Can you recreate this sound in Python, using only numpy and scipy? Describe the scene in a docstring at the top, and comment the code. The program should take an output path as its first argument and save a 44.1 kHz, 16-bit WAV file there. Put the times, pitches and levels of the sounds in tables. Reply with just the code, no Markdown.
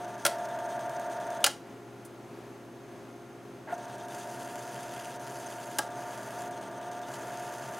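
"""Two floppy drives on a repair bench

Two open drives run side by side, stop for two seconds and start again. Their motors, a fraction of a
hertz apart, whine and beat while a belt buzzes. The first disk swishes in its sleeve once a turn; the
second scrapes when pressed. Head clamps clack shut and open over a droning case, a fan and mains hum."""
import sys
import numpy as np
from scipy import signal
from scipy.fft import rfft, irfft, next_fast_len
from scipy.io import wavfile
from scipy.ndimage import uniform_filter1d, map_coordinates

SR = 44100
rng = np.random.default_rng(int(sys.argv[2]) if len(sys.argv) > 2 else 0)


def to_wav(s):
    """Save 16-bit WAV."""
    ch = np.atleast_2d(s).T  # columns
    pcm = np.round(np.clip(ch, -1, 1) * 32767)  # PCM
    wavfile.write(sys.argv[1], SR, pcm.astype(np.int16))


N = 343539
T = np.arange(N) / SR
SIDE = np.array([[1], [-1]])  # adds on the left, subtracts on the right
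BELT_RATIO, SPIN_UP_S = 4, .064  # shaft turns per disk turn; time to full speed


# The whine of motor A, motor B and the belt pulley. Each row: multiple of the turning rate
# (rounded when played), relative level in dB running free, the same under load.
WHINE_A = [(12, -59, -57), (15, -52.5, -47), (16, -55, -45), (17, -47.5, -39.5), (18, -45.5, -39),
           (21, -63.5, -67), (22, -60.5, -69), (23, -51.5, -47), (24, -54.5, -51), (27, -64.5, -63),
           (41, -58.5, -54)]
WHINE_B = [(5, -61.5, -60), (14, -70, -62.5), (15, -58, -69), (16, -74, -53.5), (17, -74, -61.5),
           (18, -55.5, -46.5), (22, -83, -55), (24, -71, -66), (30, -61, -54.5)]
PULLEY_WHINE = [(94, -69, -50), (154.7, -65.5, -70), (162.2, -69, -71)]

def motor_whine(hz_a, hz_b, load_a, load_b, spin, surge):
    """Two motors beat against each other; the chassis sings out briefly as they reach full speed."""
    whine = harmonics(hz_a, load_a, WHINE_A, flutter=0.0079)
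    whine += harmonics(hz_b, load_b, WHINE_B, flutter=0.011)
    whine += harmonics(hz_a / BELT_RATIO, load_a, PULLEY_WHINE, flutter=0.0025)
    whine *= spin ** 6.1 * undb(-1.92 + 9 * surge)
    sing = sum(np.exp(-((T - on - SPIN_UP_S) / 0.0081) ** 2) for on, _ in RUNS)
    return whine + np.sqrt(2) * undb(-29) * sing * np.sin(2 * np.pi * 702 * T)


def harmonics(hz, load, orders, flutter):
    """The tones of one shaft: load shifts their balance and the belt makes them flutter."""
    angle = 2 * np.pi * np.cumsum(hz) / SR + flutter * walk(24)
    out = 0
    for multiple, free_db, loaded_db in orders:
        k = round(multiple)
        db = free_db + load * (loaded_db - free_db) + .55 * walk(15)
        # the chassis delays each harmonic differently, which smears the pulses into a drone
        out += np.sqrt(2) * undb(db) * np.sin(k * angle + 1.15 * k ** 2)
    return out


# Both motors switch together, already running at the start. 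Each row: on and off in seconds.
RUNS = [(-1, 1.44), (3.668, 9)]
# Motors A and B. Each row: free shaft rate in Hz, clamped rate in Hz, coasting time in seconds.
MOTORS = [(39.56, 39.18, .175), (39.991, 39.6787, .1763)]
# The head clamps. Each row: closing and opening in seconds, drive (0 is A, 1 is B).
CLAMPS = [(.25, 1.44, 0), (-1, 1.44, 1), (5.785, 9, 1)]

def shaft(drive):
    """A closed clamp slows its motor. Gives share of full speed, load (both 0-1) and shaft rate in Hz."""
    free_hz, loaded_hz, coast_s = MOTORS[drive]
    spin = sum(gate(on, off, SPIN_UP_S, coast_s) for on, off in RUNS)
    load = sum(gate(closes, opens, .02, .02) for closes, opens, which in CLAMPS if which == drive)
    return spin, load, spin * (free_hz + load * (loaded_hz - free_hz))


# Belt and bearings, heard through the chassis. Each row: frequency in Hz, relative dB per Hz.
BELT_BUZZ = [(50, -115), (440, -93.5), (570, -79.5), (685, -78.5), (770, -86.5), (910, -76), (1020, -85),
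             (1280, -91.5), (1420, -79), (1520, -88), (1660, -81.5), (2000, -92), (2500, -99), (5000, -115)]

def belt_buzz(turns, load_a, load_b, press, spin, surge):
    """The belt buzzes harder on spin-up and against the drag of each clamp and the pressed disk."""
    drag_db = 4 * load_a + 2.5 * load_b + 2.5 * press
    buzz = colour(friction(turns, repeat=.92, spread_db=1), BELT_BUZZ)
    return buzz * (spin ** 2.8 * undb(-2 + drag_db) + np.sqrt(spin) * surge * undb(7.5))


# The disk in its sleeve: airy swish, thin squeak, landing scuff and the ping of a small metal part.
# Each row: frequency in Hz, relative dB per Hz.
SWISH = [(1200, -110), (2300, -101), (3000, -93.5), (3550, -96.5), (3900, -100), (5600, -100.5),
         (6300, -92.5), (7000, -101), (7800, -103), (8800, -96.5), (9800, -102), (10300, -109),
         (11400, -106.5), (12500, -114), (14200, -109), (15500, -114)]
SQUEAK = [(5200, -122), (5900, -101), (6130, -91.5), (6500, -91.5), (6720, -106), (7900, -120),
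          (8900, -102), (9700, -101), (10400, -122)]
SCUFF = [(3000, -114), (6300, -106), (6850, -94), (7450, -95), (8000, -103), (9000, -99), (10500, -105),
         (15500, -114)]
PING = [(3000, -125), (3400, -100), (3540, -84.5), (3680, -96), (4100, -125)]

def sleeve_rub(turns, load):
    """Once a turn the warped disk squeaks, lifts clear, lands with a tick and a scuff, and rings metal."""
    since_lift = (turns - 0.863) % 1
    lifted = np.clip(since_lift / .07, 0, 1) * np.clip(1 - (since_lift - 0.22) / 0.033, 0, 1)
    lift_db = -10 * lifted
    squeak_db = -6.5 + lift_db + (14 + 3.5 * walk(10)) * passing(turns, place=0.8, width=0.066)
    dust = undb(-6.5) * grit(per_s=70)
    swish = colour(friction(turns, repeat=0.42, spread_db=2.5) + dust, SWISH)
    swish *= undb(0.65 + lift_db + walk(30))
    squeak = colour(friction(turns, repeat=0.47, spread_db=6.5), SQUEAK)
    squeak *= undb(squeak_db + 0.97 * walk(90))
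    scuff = colour(grains(spread_db=2), SCUFF) * passing(turns, place=0.17, width=0.055)
    ping = colour(grains(spread_db=5), PING) * passing(turns, place=.34, width=0.12)
    ping *= undb(2.2 * walk(10))
    tick = colour(grains(spread_db=4), SCRAPE) * passing(turns, place=.125, width=.016)
    tick *= undb(2.5 * walk(10))
    clamp_grip = undb(1.5 * load)  # a closed clamp holds the disk tighter against its sleeve
    return (chassis(swish) + tick + squeak + scuff + ping) * clamp_grip


# Hard contact of the disk, bright and rough. Each row: frequency in Hz, relative dB per Hz.
SCRAPE = [(100, -115), (1700, -89), (2400, -91), (2900, -90.5), (3900, -98), (4700, -92), (5200, -94),
          (6550, -89), (6900, -92), (7320, -89), (7750, -99), (8900, -92.5), (9600, -97), (10070, -91),
          (10450, -93.5), (10650, -100), (11200, -95), (12500, -102), (15500, -107)]

def disk_scrape(turns, press):
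    """The pressed disk scrapes, with grit ticking under it."""
    rub = friction(turns, repeat=0.48, spread_db=2.5) * undb(1.5 * walk(130))
    ticks = undb(-2) * grit(per_s=75)
    return chassis(colour(rub + ticks, SCRAPE) * undb(-3.5) * press)


# Presses on disk B. Each row: start and end in seconds.
PRESSES = [(4.075, 5.16), (5.195, 5.8), (5.945, 6.475), (7.05, 9)]

def pressure():
    """1 while the disk is pressed, 0 while it runs free."""
    return sum(gate(start, end, attack_s=0.035, release_s=0.018) for start, end in PRESSES)


def chassis(x):
    """Sheet metal answers friction with a thicket of short, close resonances."""
    t = T[:SR // 20]
    response = rng.standard_normal(len(t)) * undb(-60 * t / 0.037)
    response *= undb(-10) / np.linalg.norm(response)
    response[0] += 1  # the direct sound
    return convolve(x, response)


def rasp(x):
    """The rub shifts colour as the contact point wanders: each band swells and fades on its own."""
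    out = 0
    for edge_hz in (4000, 5500, 6900, 8200, 9700, 11500):
        band = signal.sosfiltfilt(signal.butter(6, edge_hz, fs=SR, output="sos"), x)
        out += band * undb(1.1 * walk(45))
        x = x - band
    return out + x


# Clamp clacks, a faint tick and one short scrape of the disk. Each row: start in seconds,
# crack level in dB, crack t60 in seconds, ring level in dB, lever level in dB, low cut in Hz,
# drive (0 is A, 1 is B). Levels are relative.
CLACKS = [(0.2505, -15.5, 0.037, -19, -40, 300, 0), (0.2627, -17, 0.037, -25.5, -41, 380, 0),
          (.277, -36, 0.025, -36, -47, 600, 0), (1.4413, -8.5, 0.026, -24, -14.5, 302, 0),
          (1.4624, -17.5, 0.037, -24.5, -26, 300, 0), (1.467, -33, 0.04, -28, -38, 600, 1),
          (2.049, -44, 0.082, -70, -70, 6500, 1), (5.785, -16.5, 0.022, -39, -45, 350, 1),
          (5.788, -28, 0.031, -22, -40, 150, 1), (5.821, -48, .02, -39, -55, 1000, 1),
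          (7.137, -45, 0.063, -70, -40.5, 2000, 1)]
# The crack of loose parts and the bite of the lever. Each row: frequency in Hz, relative dB per Hz.
CRACK = [(200, -26), (500, -4), (1400, 3.5), (2300, -1), (3100, 1.5), (4300, 0.5), (6000, 1), (7600, -1),
         (9700, 3.5), (11500, -4), (15500, -11)]
LEVER = [(1200, -28), (2400, -8), (2750, -1), (3040, 10), (3450, -12), (4600, 0), (5700, -5.5), (7200, 2),
         (8600, -11), (12000, -30)]
# The ring of each drive frame. Each row: pitch in Hz, relative level in dB, t60 in seconds.
FRAME_A = [(350, -13, 0.084), (470, -13, 0.066), (580, -3.5, 0.12), (691, -7, 0.1), (837, -8, 0.08),
           (1094, -14, 0.08), (1358, -4, 0.062), (1407, 0, 0.052), (1602, -7, 0.07), (1700, -10, .06),
           (2000, -10, 0.065), (2150, -12, .05)]
FRAME_B = [(280, -8.5, 0.057), (345, -10.5, 0.058), (563, -4, 0.05), (625, -7, .05), (730, -8, 0.074),
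           (847, 0.5, 0.1), (1143, -3.5, 0.057), (1290, -11.5, 0.1), (1390, -8, 0.056), (1615, -4.5, 0.06),
           (1650, -4, 0.067), (5700, -18, .06), (9050, -18, 0.07), (9690, -24, .06)]

def clacks():
    """Each contact is a short crack of loose small parts, a bite from the lever and a ring of the frame."""
    out = np.zeros(N)
    rattle = colour(rng.standard_normal(N), CRACK)
    lever = colour(rng.standard_normal(N), LEVER)
    t = T[:SR // 2]
    for start, crack_db, crack_t60, ring_db, lever_db, cut_hz, drive in CLACKS:
        span = slice(int(start * SR), int(start * SR) + len(t))
        ring = sum(undb(db - 60 * t / t60) * np.sin(2 * np.pi * (hz * t + rng.random()))
                   for hz, db, t60 in (FRAME_B if drive else FRAME_A))
        crack = rattle[span] / rattle.std() * undb(crack_db - 60 * t / crack_t60)
        bite = lever[span] / lever.std() * undb(lever_db - 60 * t / 0.054)
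        # the frame takes longer to get moving than the small parts
        hit = (crack + bite) * (1 - np.exp(-t / 0.00094))
        hit += undb(ring_db) * ring * (1 - np.exp(-t / 0.0024))
        out[span] += signal.sosfilt(signal.butter(3, cut_hz, "high", fs=SR, output="sos"), hit)
    return out


def drives(press):
    """Both drives turning: the shaft speeds set the whine, the buzz and the rub of the disks."""
    spin, load_a, hz_a = shaft(0)
    _, load_b, hz_b = shaft(1)
    turns_a, turns_b = (.323 + np.cumsum(hz) / SR / BELT_RATIO for hz in (hz_a, hz_b))
    # full current while spinning up, cut back as soon as the speed is reached
    surge = sum(gate(on, on + SPIN_UP_S, attack_s=0.0075, release_s=0.01) for on, _ in RUNS)
    whine = motor_whine(hz_a, hz_b, load_a, load_b, spin, surge)
    buzz = belt_buzz(turns_a, load_a, load_b, press, spin, surge)
    rub = sleeve_rub(turns_a, load_a) + disk_scrape(turns_b, press)
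    return whine + buzz + rasp(rub) * spin ** 2


# The lowest resonance of the case. Each row: frequency in Hz, relative dB per Hz.
CASE_DRONE = [(110, -110), (127, -71), (134, -56), (141, -70), (170, -105)]

def case_drone(press):
    """The sheet-metal case drones low, and louder when the pressed disk feeds it."""
    return colour(rng.standard_normal(N), CASE_DRONE) * undb(-13.5 + 6 * press)


# The noise bed: fan rush, its thin whistle, and the room air that differs between the ears.
# Each row: frequency in Hz, relative dB per Hz.
FAN_RUSH = [(25, -102), (90, -89.5), (130, -81.5), (160, -81), (210, -77), (400, -76.5), (500, -81),
            (720, -81), (1000, -85.5), (2000, -92.5), (4000, -102), (8000, -106), (12000, -110),
            (15500, -118)]
FAN_WHISTLE = [(5700, -125), (6230, -105), (6350, -100.5), (6470, -108), (6900, -130), (10800, -130),
               (11100, -105), (11400, -130)]
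ROOM_AIR = [(30, -102), (90, -102), (140, -90), (400, -91), (1000, -98), (4000, -112), (8000, -121),
            (15000, -130)]
# Mains and fan tones. Each row: pitch in Hz, average level in dB.
HUM = [(120, -58), (240, -61), (269.2, -60), (334, -61.5), (349.5, -55), (403.7, -56.5), (538.3, -63.5),
       (698.8, -61), (1398, -69.5), (1680, -76), (6360, -78), (11090, -95)]

def fan_and_hum():
    """A fan rushes and whistles a little to the left, with wavering tones of fan and transformer."""
    rush = colour(rng.standard_normal(N), FAN_RUSH) * undb(0.75 * walk(9))
    whistle = colour(rng.standard_normal(N), FAN_WHISTLE)
    air = colour(rng.standard_normal(N), ROOM_AIR)
    hum = 0
    for hz, db in HUM:
        level = np.sqrt(2) * undb(db + 0.75 * walk(5))
        hum += level * np.sin(2 * np.pi * (hz * T + rng.random()) + 0.097 * walk(4))
    return (rush + whistle + hum) * undb(0.28 * SIDE) + air * SIDE


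def workshop(x, t60, wet_db, width):
    """A small room adds a diffuse tail, nearly alike in both channels."""
    t = T[:SR // 2]
    tails = rng.standard_normal((2, len(t))) * undb(-60 * t / t60) * (1 - np.exp(-t / 0.0042))
    tails = signal.sosfilt(signal.butter(1, 9000, fs=SR, output="sos"), tails)
    mid, side = (convolve(x, tail) for tail in tails)
    return x + undb(wet_db) * (mid + width * side * SIDE)


def treble_spread(x, gain_db):
    """A faint scattered treble difference between left and right widens the sound."""
    scattered = convolve(x, rng.standard_normal(SR // 500))
    treble = signal.sosfilt(signal.butter(1, 6500, "high", fs=SR, output="sos"), scattered)
    return undb(gain_db) * treble * SIDE


def friction(turns, repeat, spread_db):
    """A rotating surface: bumps that return every turn carry the repeat share of power, the rest is new."""
    bumps = grains(spread_db)[:4400]
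    locked = map_coordinates(bumps, [turns % 1 * len(bumps)], order=3, mode="grid-wrap")
    return np.sqrt(repeat) * locked / locked.std() + np.sqrt(1 - repeat) * grains(spread_db)


def grains(spread_db):
    """White friction noise of unit power, made of tiny contacts of uneven but bounded size."""
    x = rng.standard_normal(N) * undb(spread_db * np.minimum(walk(1500), 2))
    return x / x.std()


def grit(per_s, spread_db=3, decay_s=0.0016):
    """Sparse ticks of uneven size, white and of unit power."""
    ticks = (rng.random(N) < per_s / SR) * undb(spread_db * np.minimum(rng.standard_normal(N), 1))
    x = signal.lfilter([1], [1, -np.exp(-1 / (decay_s * SR))], ticks) * rng.standard_normal(N)
    return x / x.std()


def passing(turns, place, width):
    """Swells to 1 each time a spot on the disk comes round; place and half width are in turns."""
    return np.exp(-(((turns - place + .5) % 1 - .5) / width) ** 2)


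def gate(start, end, attack_s, release_s):
    """Rises to 1 from the start, holds, and falls to 0 after the end."""
    return np.clip((T - start) / attack_s, 0, 1) * np.clip(1 - (T - end) / release_s, 0, 1)


def walk(rate):
    """A smooth random drift with a spread near 1, changing rate times a second."""
    step = int(SR / rate)
    return np.sqrt(2) * uniform_filter1d(np.repeat(rng.standard_normal(N // step + 1), step), step)[:N]


def colour(x, spectrum):
    """Gives white noise of unit power a (Hz, dB per Hz) spectrum."""
    hz, db = np.transpose(spectrum)
    size = next_fast_len(N)
    bins = np.maximum(np.fft.rfftfreq(size, 1 / SR), 1)
    gain = undb(np.interp(np.log(bins), np.log(hz), db)) * np.sqrt(SR / 2)
    return irfft(rfft(x, size) * gain, size)[:N]


def convolve(x, response):
    """Plays x through an impulse response scaled to unit energy."""
    return signal.fftconvolve(x, response / np.linalg.norm(response))[:N]


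def undb(db):
    """Decibels to gain."""
    return 10 ** (np.asarray(db) / 20)


def scene():
    """Drives and clacks up close, over the case, the fan and the hum."""
    press = pressure()
    running, hits = drives(press), clacks()
    mix = running + case_drone(press) + workshop(hits, t60=0.25, wet_db=-14, width=0.12)
    mix += treble_spread(running, gain_db=-27) + treble_spread(hits, gain_db=-16)
    return mix + fan_and_hum()


def record(dry):
    """A steep low-pass cuts the top above 15.8 kHz."""
    return signal.sosfilt(signal.ellip(10, .2, 70, 15800, fs=SR, output="sos"), dry)


dry = scene()
out = record(dry)
to_wav(out)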